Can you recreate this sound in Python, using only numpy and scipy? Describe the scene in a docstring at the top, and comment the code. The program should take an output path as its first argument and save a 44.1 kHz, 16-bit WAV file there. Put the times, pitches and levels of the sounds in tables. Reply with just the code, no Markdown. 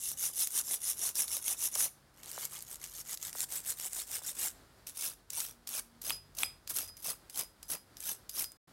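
"""A stiff brush scrubs a small wet metal part held in a gloved hand over faint workshop air and low hums.
Fast back-and-forth strokes, each a random swarm of bristle flicks, work over three faces of the part.
Among them tufts snap over edges as broad resonant ticks, and the liquid squelches in quick falling chirps.
Single swipes follow, a small spring rings in decaying modes and the brush head knocks twice, quickly damped.
Near the end the sound drops out briefly and returns."""
import sys
import numpy as np
from scipy import signal
from scipy.fft import rfft, irfft
from scipy.io import wavfile
from scipy.ndimage import uniform_filter1d

SR = 44100
rng = np.random.default_rng(int(sys.argv[2]) if len(sys.argv) > 2 else 0)


def put_to_file(sound):
    """Save the sound as 16-bit audio at rate SR, in the file named by the first command-line argument."""
    columns = np.atleast_2d(sound).T  # one column per channel
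    safe = np.clip(columns, -1, 1)
    whole_steps = np.round(safe * 32767)
    wavfile.write(sys.argv[1], SR, whole_steps.astype(np.int16))


N = 384552
TIME = np.arange(N) / SR  # s

# spectra of the bristle hiss on each face: [f/Hz, spectrum level/dB]
FRONT = [(530, -38), (900, -31), (1160, -21), (1410, -25.5), (2170, -13.5), (2420, -24), (2830, -10),
         (3190, -16), (3470, -8), (4520, -12.5), (5680, -0.5), (7960, -4.5), (10000, 2), (14500, -6.5),
         (16000, -14)]
TOP = [(530, -37), (900, -18), (1230, -9), (1490, -11.5), (2220, -5.5), (2630, -19), (2860, -6.5),
       (4520, -5), (5350, -0.5), (8350, 1.5), (9090, -1.5), (12900, 0), (16000, -10)]
BACK = [(880, -47), (1500, -13.5), (2220, -13.5), (2600, -20.5), (3570, -9.5), (4430, -10.5), (5350, -5),
        (6510, -7), (7330, -3), (8330, -0.5), (10800, -5.5), (14500, -6), (15800, -11)]
EDGE = [(880, -31), (1500, -14.5), (2020, -21), (2250, -11), (2760, -7), (3110, -11), (3570, -4.5),
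        (4390, -8), (5510, -0.5), (7770, -5), (8330, 2), (9560, -2.5), (11300, 1.5), (14600, -7),
        (15800, -0.5)]
SPRING_SIDE = [(880, -27), (1500, -15.5), (2270, -17), (2660, -13), (3570, -10), (4610, -10), (4990, -5.5),
               (6380, -5), (6910, -11), (8410, -3.5), (9100, -6.5), (11300, -0.5), (13000, -5),
               (15200, -10), (15800, -4)]
# faces in the order they are scrubbed:
# [start t/s, hiss spectrum, hiss offset/dB, body offset/dB, body tilt/dB per octave, body lag t/s]
FACES = [(-.1, FRONT, 0.13, -1.9, 0.4, 0.0046), (2.1, TOP, 0, -2.5, -0.2, 0),
         (3.3, BACK, -0.06, -2.5, 0.4, 0.00085), (4.7, EDGE, 0.6, -0.9, -0.1, 0.0034),
         (5.9, SPRING_SIDE, 1.13, 1, -1.6, 0.0078)]
# the lifted brush lands on the part: [t/s, tick level before the common snap gain/dB,
# level of the fading tip drag before the face's hiss offset/dB]
LANDINGS = [(2.2323, -28, -65), (4.8688, -22.5, -52), (5.303, -17.5, -55), (5.6727, -20, -45.5),
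            (6.016, -29, -53), (6.35, -32, -57), (6.675, -21.5, -53), (6.9681, -31, -52.5),
            (7.2976, -27, -53.5), (7.629, -25.5, -59), (7.9688, -27.5, -55), (8.294, -19.5, -48.5)]


def undb(db):
    """Level to amplitude: 20 dB is a factor of ten."""
    return 10 ** (np.asarray(db) / 20)


def unit(x):
    """Normalization to an rms of 1."""
    return x / np.sqrt(np.mean(x ** 2))


def add(out, s, sound):
    """Superposition: a sound is summed into the mix from time s."""
    i = int(s * SR)
    out[i:i + len(sound)] += sound[:N - i]


def convolve(x, response):
    """Linear filtering: convolution with an impulse response."""
    return signal.fftconvolve(x, response)[:len(x)]


def colour(x, points, size=4096):
    """Minimum-phase filtering: folding the cepstrum makes a response to [f/Hz, level/dB] causal."""
    hz, db = np.transpose(points)
    grid = np.maximum(np.arange(size // 2 + 1) * SR / size, 1)
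    level = np.interp(np.log(grid), np.log(hz), db)
    cepstrum = irfft(np.log(undb(level)))
    cepstrum[1:size // 2] *= 2
    cepstrum[size // 2 + 1:] = 0
    return convolve(x, irfft(np.exp(rfft(cepstrum))))


def walk(rate):
    """Band-limited fluctuation: random steps, rate per second, are smoothed and scaled to rms 1."""
    k = max(int(SR / rate), 1)
    steps = np.repeat(rng.standard_normal(N // k + 1), k)
    return unit(uniform_filter1d(steps, k)[:N])


def decay(t, t60):
    """Exponential damping: the amplitude falls by 60 dB in t60 seconds."""
    return np.exp(-np.log(1000) * t / t60)


def burst(t60):
    """Damped random vibration: exponentially decaying noise of unit energy."""
    t = np.arange(int(t60 * SR) + 2) / SR
    noise = rng.standard_normal(len(t)) * decay(t, t60)
    return noise / np.linalg.norm(noise)


def ring(modes):
    """Modal superposition: an impulse response is a sum of damped sines [f/Hz, level/dB, t60/s]."""
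    t = TIME[:SR // 2]
    response = 0
    for k, (hz, db, t60) in enumerate(modes):
        sign = (-1) ** k
        response = response + sign * undb(db) * np.sin(2 * np.pi * hz * t) * decay(t, t60)
    return response


def workshop():
    """Background: filtered noise plus hums, with wandering levels and hum frequencies."""
    # spectrum of the air noise: [f/Hz, spectrum level/dB]
    air_colour = [(20, -21.5), (45, -5), (70, 2), (110, -1.5), (180, -4), (450, -8.5), (1100, -11.5),
                  (1500, -11.5), (2600, -20.5), (4800, -17.5), (6000, -23), (11000, -23.5), (16000, -30)]
    # low hums that come and go: [f/Hz, mean level/dB, start t/s, end t/s]
    hums = [(47.4, -79, 0, 8.7), (45.8, -73, 2.5, 8.5), (149.3, -71, -0.4, .35), (141, -75.5, 1.7, 3.9),
            (234, -69.5, 5.5, 6.05), (88.2, -69.5, 6, 7.0), (142, -72, 6, 6.6)]
    mean_air_db = -64
    out = unit(colour(rng.standard_normal(N), air_colour)) * undb(mean_air_db + 1.6 * walk(17))
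    for hz, db, start, end in hums:
        fade = np.clip(np.minimum(TIME - start, end - TIME) / 0.073, 0, 1)
        phase = 2 * np.pi * np.cumsum(hz + 3 * walk(30)) / SR
        out = out + np.sqrt(2) * np.sin(phase) * fade * undb(db + 2.5 * walk(15))
    return out


def face_at(s):
    """Contact sequence: the index of the face under the brush at time s."""
    return sum(s >= face[0] for face in FACES[1:])


def arch(length, fastest, depth_db):
    """Stroke kinematics: gain peaks where the hand is fastest and falls towards each reversal."""
    power, bite_s, settle_s = 1.774, .0072, .012
    t = TIME[:SR // 3]
    away = np.interp(t, [0, np.clip(fastest, .05, .95) * length, length], [-1, 0, 1])
    speed_gain = undb(-depth_db * np.abs(away) ** power)
    # the bristles take hold, and come to rest
    bite = np.minimum(t / bite_s, 1)
    settle = np.exp(-np.maximum(t - length, 0) / settle_s)
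    return speed_gain * bite * settle


def hand():
    """Friction drive: each stroke gives hiss and body an arch, each landing a decaying drag."""
    # brush strokes: [start t/s, length t/s, fastest moment as a fraction 0-1,
    # hiss level before the face's offset/dB, body level relative to the hiss before its offset/dB]
    strokes = [(-0.03, 0.18, 0.61, -35, -34), (0.163, 0.15, 0.56, -31.0, -20.5),
               (0.324, 0.16, 0.6, -31.0, -27), (0.496, 0.13, 0.71, -31, -19), (0.634, 0.15, 0.67, -34, -18),
               (0.799, 0.15, 0.68, -32, -21), (0.957, 0.16, 0.63, -31.5, -17),
               (1.142, 0.12, 0.44, -29.5, -18), (1.268, 0.14, 0.49, -33.5, -17.5),
               (1.41, 0.14, 0.77, -32, -18.0), (1.566, 0.13, 0.64, -31, -20.5),
               (1.712, 0.17, 0.73, -29.5, -16), (2.12, 0.15, 0.5, -61.5, -2), (2.227, 0.16, 0.34, -47, -11),
               (2.319, 0.17, 0.7, -40, -14.5), (2.487, 0.15, 0.42, -43.5, -12),
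               (2.63, 0.15, 0.72, -46, -13.5), (2.785, 0.13, 0.4, -47, -13), (2.87, 0.16, 0.86, -44.5, -15),
               (3.039, 0.12, 0.85, -38.5, -15.5), (3.19, 0.13, 0.6, -40.0, -18),
               (3.333, 0.12, 0.84, -34.5, -17), (3.482, 0.14, 0.54, -37, -14.5),
               (3.629, 0.12, 0.63, -35.5, -17), (3.755, 0.14, 0.78, -38, -14.5),
               (3.894, 0.16, 0.67, -37, -17.5), (4.061, 0.15, 0.62, -36.5, -13),
               (4.216, 0.12, 0.64, -37, -16.0), (4.342, 0.17, 0.63, -34, -12.5),
               (4.864, 0.058, 0.1, -46.5, -13), (4.946, 0.19, 0.54, -34.0, -18.5),
               (5.312, 0.21, 0.38, -35.5, -16.5), (5.668, 0.14, 0.89, -36.5, -15.0),
               (6.012, 0.15, 0.5, -36.5, -15.5), (6.362, 0.11, 0.55, -36.5, -15),
               (6.688, 0.047, 0.34, -36.5, -18), (6.731, 0.14, 0.29, -35.5, -17.5),
               (6.872, 0.038, 0.3, -50, -16.0), (7.019, 0.12, 0.62, -34.5, -15.5),
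               (7.333, 0.105, 0.62, -34, -15.5), (7.676, 0.094, 0.51, -34.5, -15),
               (8.002, 0.16, 0.53, -35.5, -21), (8.331, 0.13, 0.54, -34, -17.5)]
    hiss_arch_db, body_arch_db = 19.5, 17  # depth below the peak at the reversals
    drag_s = .06  # decay time to 1/e
    hiss, body = np.zeros((2, len(FACES), N))
    for s, length, fastest, db, body_db in strokes:
        face = face_at(s)
        past = max(int(-s * SR), 0)  # samples of the stroke that lie before time 0
        hiss_arch = undb(db) * arch(length, fastest, hiss_arch_db)
        body_arch = undb(db + body_db) * arch(length, fastest, body_arch_db)
        add(hiss[face], max(s, 0), hiss_arch[past:])
        add(body[face], max(s + FACES[face][-1], 0), body_arch[past:])
    for s, _, drag_db in LANDINGS:
        add(hiss[face_at(s)], s, undb(drag_db) * np.exp(-TIME[:SR // 3] / drag_s))
    return hiss, body


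def tonal_grains(low_hz, high_hz, t60, count):
    """Tonal grain: sparse short decaying sines at random times, frequencies and sizes."""
    out, t = np.zeros(N), TIME[:SR // 20]
    for when, pitch, size in rng.random((count, 3)):
        hz = low_hz + (high_hz - low_hz) * pitch
        add(out, when * TIME[-1], size * np.sin(2 * np.pi * hz * t) * decay(t, t60))
    return unit(out)


def flicks(rate, tufts, scatter_db, t60, count=24):
    """Stick-slip as shot noise: random slips excite short rings of several kinds, at an even mean level."""
    size = undb(scatter_db * np.clip(rng.standard_normal(N), -2, 2)) * rng.choice([-1, 1], N)
    slips = (rng.random(N) < rate / SR) * size * tufts
    kind = rng.integers(0, count, N)
    swarm = sum(signal.oaconvolve(slips * (kind == k), burst(t60))[:N] for k in range(count))
    power = uniform_filter1d(swarm ** 2, size=900)
    return swarm / np.sqrt(np.maximum(power, 0) + np.mean(power) / 1000)


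def brush(gains, body_gains):
    """Friction-excited vibration: tips hiss in each face's colour and roots shake the brush body."""
    # spectrum of the brush head and held part before the face's tilt: [f/Hz, spectrum level/dB]
    body_colour = [(50, -27), (120, -5), (250, -3.5), (500, -1), (900, 0), (1400, -0.5), (2100, -4.5),
                   (3000, 0), (5000, -33.5)]
    effort = gains.sum(axis=0)
    # a harder stroke frees more bristles a second, and neighbours let go together in tufts
    rate = 1100 + 9000 * effort / effort.max()
    tufts = undb(1.6 * np.clip(walk(380), -2, 2))
    tonal_treble = undb(-6.5) * tonal_grains(low_hz=1000, high_hz=15000, t60=.05, count=2600)
    tonal_body = undb(-10) * tonal_grains(low_hz=300, high_hz=3000, t60=.02, count=1200)
    tips = flicks(rate, tufts, scatter_db=7.0, t60=0.0018) + tonal_treble
    roots = flicks(rate / 2, tufts, scatter_db=4.0, t60=0.0042) + tonal_body
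    # the pressure varies as the bristles ride over the uneven part
    bumps = undb(0.75 * walk(70))
    hisses, body = [], 0
    for face, gain, body_gain in zip(FACES, gains, body_gains):
        _, spectrum, hiss_db, body_db, tilt_db, _ = face
        hisses.append(unit(colour(tips, spectrum)) * gain * bumps * undb(hiss_db))
        # the grip changes with the face, and with it the depth of the body
        held = [(hz, db + tilt_db * np.log2(hz)) for hz, db in body_colour]
        body = body + unit(colour(roots, held)) * body_gain * bumps * undb(body_db)
    return hisses, body


def room(x, wet_db, t60):
    """Diffuse reverberation: a delayed, decaying noise response stands for the bench and walls."""
    return undb(wet_db) * convolve(x, np.pad(burst(t60), (SR // 250, 0)))


def snaps(events, t60, gain_db, lead_in_db):
    """Impulsive resonance: a resonant tick amid stragglers, after a short swelling noise lead-in."""
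    out, lead = np.zeros(N), SR // 200
    for s, db, hz in events:
        lead_in = undb(lead_in_db) * rng.standard_normal(lead) * np.linspace(0, 1, lead) ** 2
        stragglers = undb(-7) * burst(0.066)
        crack = np.concatenate([lead_in, stragglers, np.zeros(SR // 200)])
        leader = burst(t60)[:len(crack) // 2]
        release = lead + SR // 1000
        crack[release:release + len(leader)] += leader
        resonance = [(200, -22), (1500, -15), (hz * 0.43, -9), (min(hz, 13000), 0),
                     (15000, -6), (18000, -24)]
        tick = colour(crack, resonance, size=512)
        add(out, max(s - lead / SR, 0), tick * undb(db + gain_db) / np.linalg.norm(tick))
    return out


def strays(effort, count=130):
    """Random contact events: further snaps grow with stroke effort; rows [t/s, level/dB, f/Hz]."""
    level_db, scatter_db = -20.5, 6.5  # at the hardest moment, before the common snap gain
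    follow = 0.62  # dB of snap per dB of hiss
    touch_db = -56  # below this hiss gain the brush is off the part
    low_hz, high_hz = 7000, 13000
    rows, hiss_db = [], 20 * np.log10(effort + 1e-9)
    hardest_db = hiss_db.max()
    for when, size, pitch in rng.random((count, 3)):
        i = int(when * N)
        db = level_db + follow * (hiss_db[i] - hardest_db) + scatter_db * (2 * size - 1)
        lifted_db = 2 * min(hiss_db[i] - touch_db, 0)
        rows.append((TIME[i], db + lifted_db, low_hz + (high_hz - low_hz) * pitch))
    return rows


def squelches(start_hz, end_hz, length):
    """Liquid film rupture: the parting film gives a short chirp of falling frequency."""
    # wet squelches: [t/s, envelope peak level/dB]
    film_breaks = [(1.758, -34), (1.763, -49), (2.378, -32.5), (2.431, -44), (3.352, -38), (4.218, -46)]
    out, t = np.zeros(N), TIME[:SR // 50]
    hz = end_hz + (start_hz - end_hz) * np.exp(-t / length)
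    envelope = t / length * np.exp(1 - t / length)
    chirp = np.sin(2 * np.pi * np.cumsum(hz) / SR) * envelope
    for s, db in film_breaks:
        add(out, s, chirp * undb(db))
    return out


def spring(rubbing):
    """Forced and free vibration: rubbing drives the spring's modes; landings and releases excite them."""
    # the spring let go by the bristles: [t/s, impulse level/dB]
    plucks = [(6.121, -37), (6.443, -38), (6.829, -48), (6.885, -48), (7.39, -44), (7.735, -49),
              (8.443, -44)]
    # modes of the spring: [f/Hz, level/dB, t60/s]
    spring_modes = [(3230, -30, .3), (4980, 0, .24), (6158, -24, .26), (8720, -13, .1), (10270, -19, .3),
                    (10520, -14, .18), (11180, -10, .17), (12600, -19, .22), (13590, -13, .1)]
    landing_pluck_db = -33  # impulse relative to the landing's tick level in the table
    push = rubbing.copy()
    landed = [(s, db + landing_pluck_db) for s, db, _ in LANDINGS if s > FACES[-1][0]]
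    for s, db in plucks + landed:
        add(push, s, undb([db]))
    return convolve(push, ring(spring_modes))


def knocks(rattle_db, rattle_t60):
    """Impact excitation: the plastic head strikes modes of the part that the fingers damp at once."""
    # the brush head knocking on the part: [t/s, direct peak level/dB]
    blows = [(6.105, -16), (6.4327, -11.5)]
    # modes of a knock: [f/Hz, level/dB, t60/s]
    knock_modes = [(800, -13, .009), (1250, -7, .008), (1800, -3, .006), (2500, 0, .007), (3310, -1, .011),
                   (3850, -6, .005), (7730, -6, .009), (8680, -3, .009), (11100, -8, .011)]
    out = np.zeros(N)
    for s, db in blows:
        blow = undb(rattle_db) * burst(rattle_t60)
        blow[0] += 1
        knock = convolve(ring(knock_modes), blow)
        add(out, s, knock * undb(db) / np.abs(knock).max())
    return out


def scene():
    """Superposition: direct sounds at the hand, their reverberant tail and the background."""
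    # tufts snapping over an edge at set times, loud and faint:
    # [t/s, level before the common snap gain/dB, centre f/Hz]
    edge_snaps = [(0.1154, -17, 11000), (0.1935, -22, 6100), (0.2374, -17, 9710), (0.4718, -12, 11200),
                  (0.6134, -24, 9860), (0.7404, -13, 11500), (1.0894, -15.5, 10500), (1.1543, -15, 9640),
                  (1.28, -18.5, 6200), (1.3673, -14, 11500), (1.48, -9.5, 10600), (1.7529, -12, 6180),
                  (1.8053, -12, 10500), (2.3146, -20.5, 9660), (2.4518, -14.5, 8640),
                  (2.6234, -21.5, 11600), (2.7127, -24, 12200), (2.7561, -25, 11600), (2.8399, -19.5, 7060),
                  (3.0096, -28, 8280), (3.1732, -22.5, 6300), (3.2271, -17, 7640), (3.3288, -21.5, 9280),
                  (3.4047, -12.5, 8870), (3.5219, -16.5, 8830), (3.7034, -15.5, 7540), (3.7863, -25, 13400),
                  (3.7978, -19, 9530), (3.9315, -16.5, 9040), (4.888, -30, 12300), (4.9711, -21.5, 14900),
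                  (5.4026, -14, 8190), (5.69, -19, 12200), (5.7914, -24, 12400), (6.0965, -13.5, 3130),
                  (6.3859, -14.5, 5010), (6.6972, -19, 10800), (6.7855, -13, 10900), (7.0449, -21, 10900),
                  (7.3731, -22, 13200), (8.0037, -21.5, 11300), (8.4417, -17.5, 12500), (8.5185, -30, 8000)]
    landing_hz = 5500
    gains, body_gains = hand()
    hisses, body = brush(gains, body_gains)
    touches = [(s, db, landing_hz) for s, db, _ in LANDINGS]
    stray_snaps = strays(gains.sum(axis=0))
    ticks = snaps(edge_snaps + touches + stray_snaps, t60=.0035, gain_db=4.5, lead_in_db=-31)
    # the spring is driven by the hiss of the last two faces, a little more by the last
    singing = spring(undb(-57) * hisses[-1] + undb(-59) * hisses[-2])
    blows = knocks(rattle_db=-1.5, rattle_t60=0.0063)
    wet_film = squelches(start_hz=2300, end_hz=430, length=0.00093)
    scrubbing = sum(hisses) + body + ticks + wet_film
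    # the knocks feed the tail 3 dB more strongly than the other sounds
    tail = room(scrubbing + singing + undb(3) * blows, wet_db=-16.5, t60=0.28)
    return (scrubbing + singing + blows + tail + workshop())[None]


def record(dry):
    """Gating and band limiting: the sound drops out briefly near the end; a steep low-pass cuts the top."""
    gap_start_s, gap_end_s, top_hz = 8.57, 8.675, 15850
    live = uniform_filter1d(1. * ((TIME < gap_start_s) | (TIME > gap_end_s)), size=200)
    low_pass = signal.ellip(12, .1, 80, top_hz, fs=SR, output="sos")
    return signal.sosfilt(low_pass, dry * live)


dry = scene()
out = record(dry)
put_to_file(out)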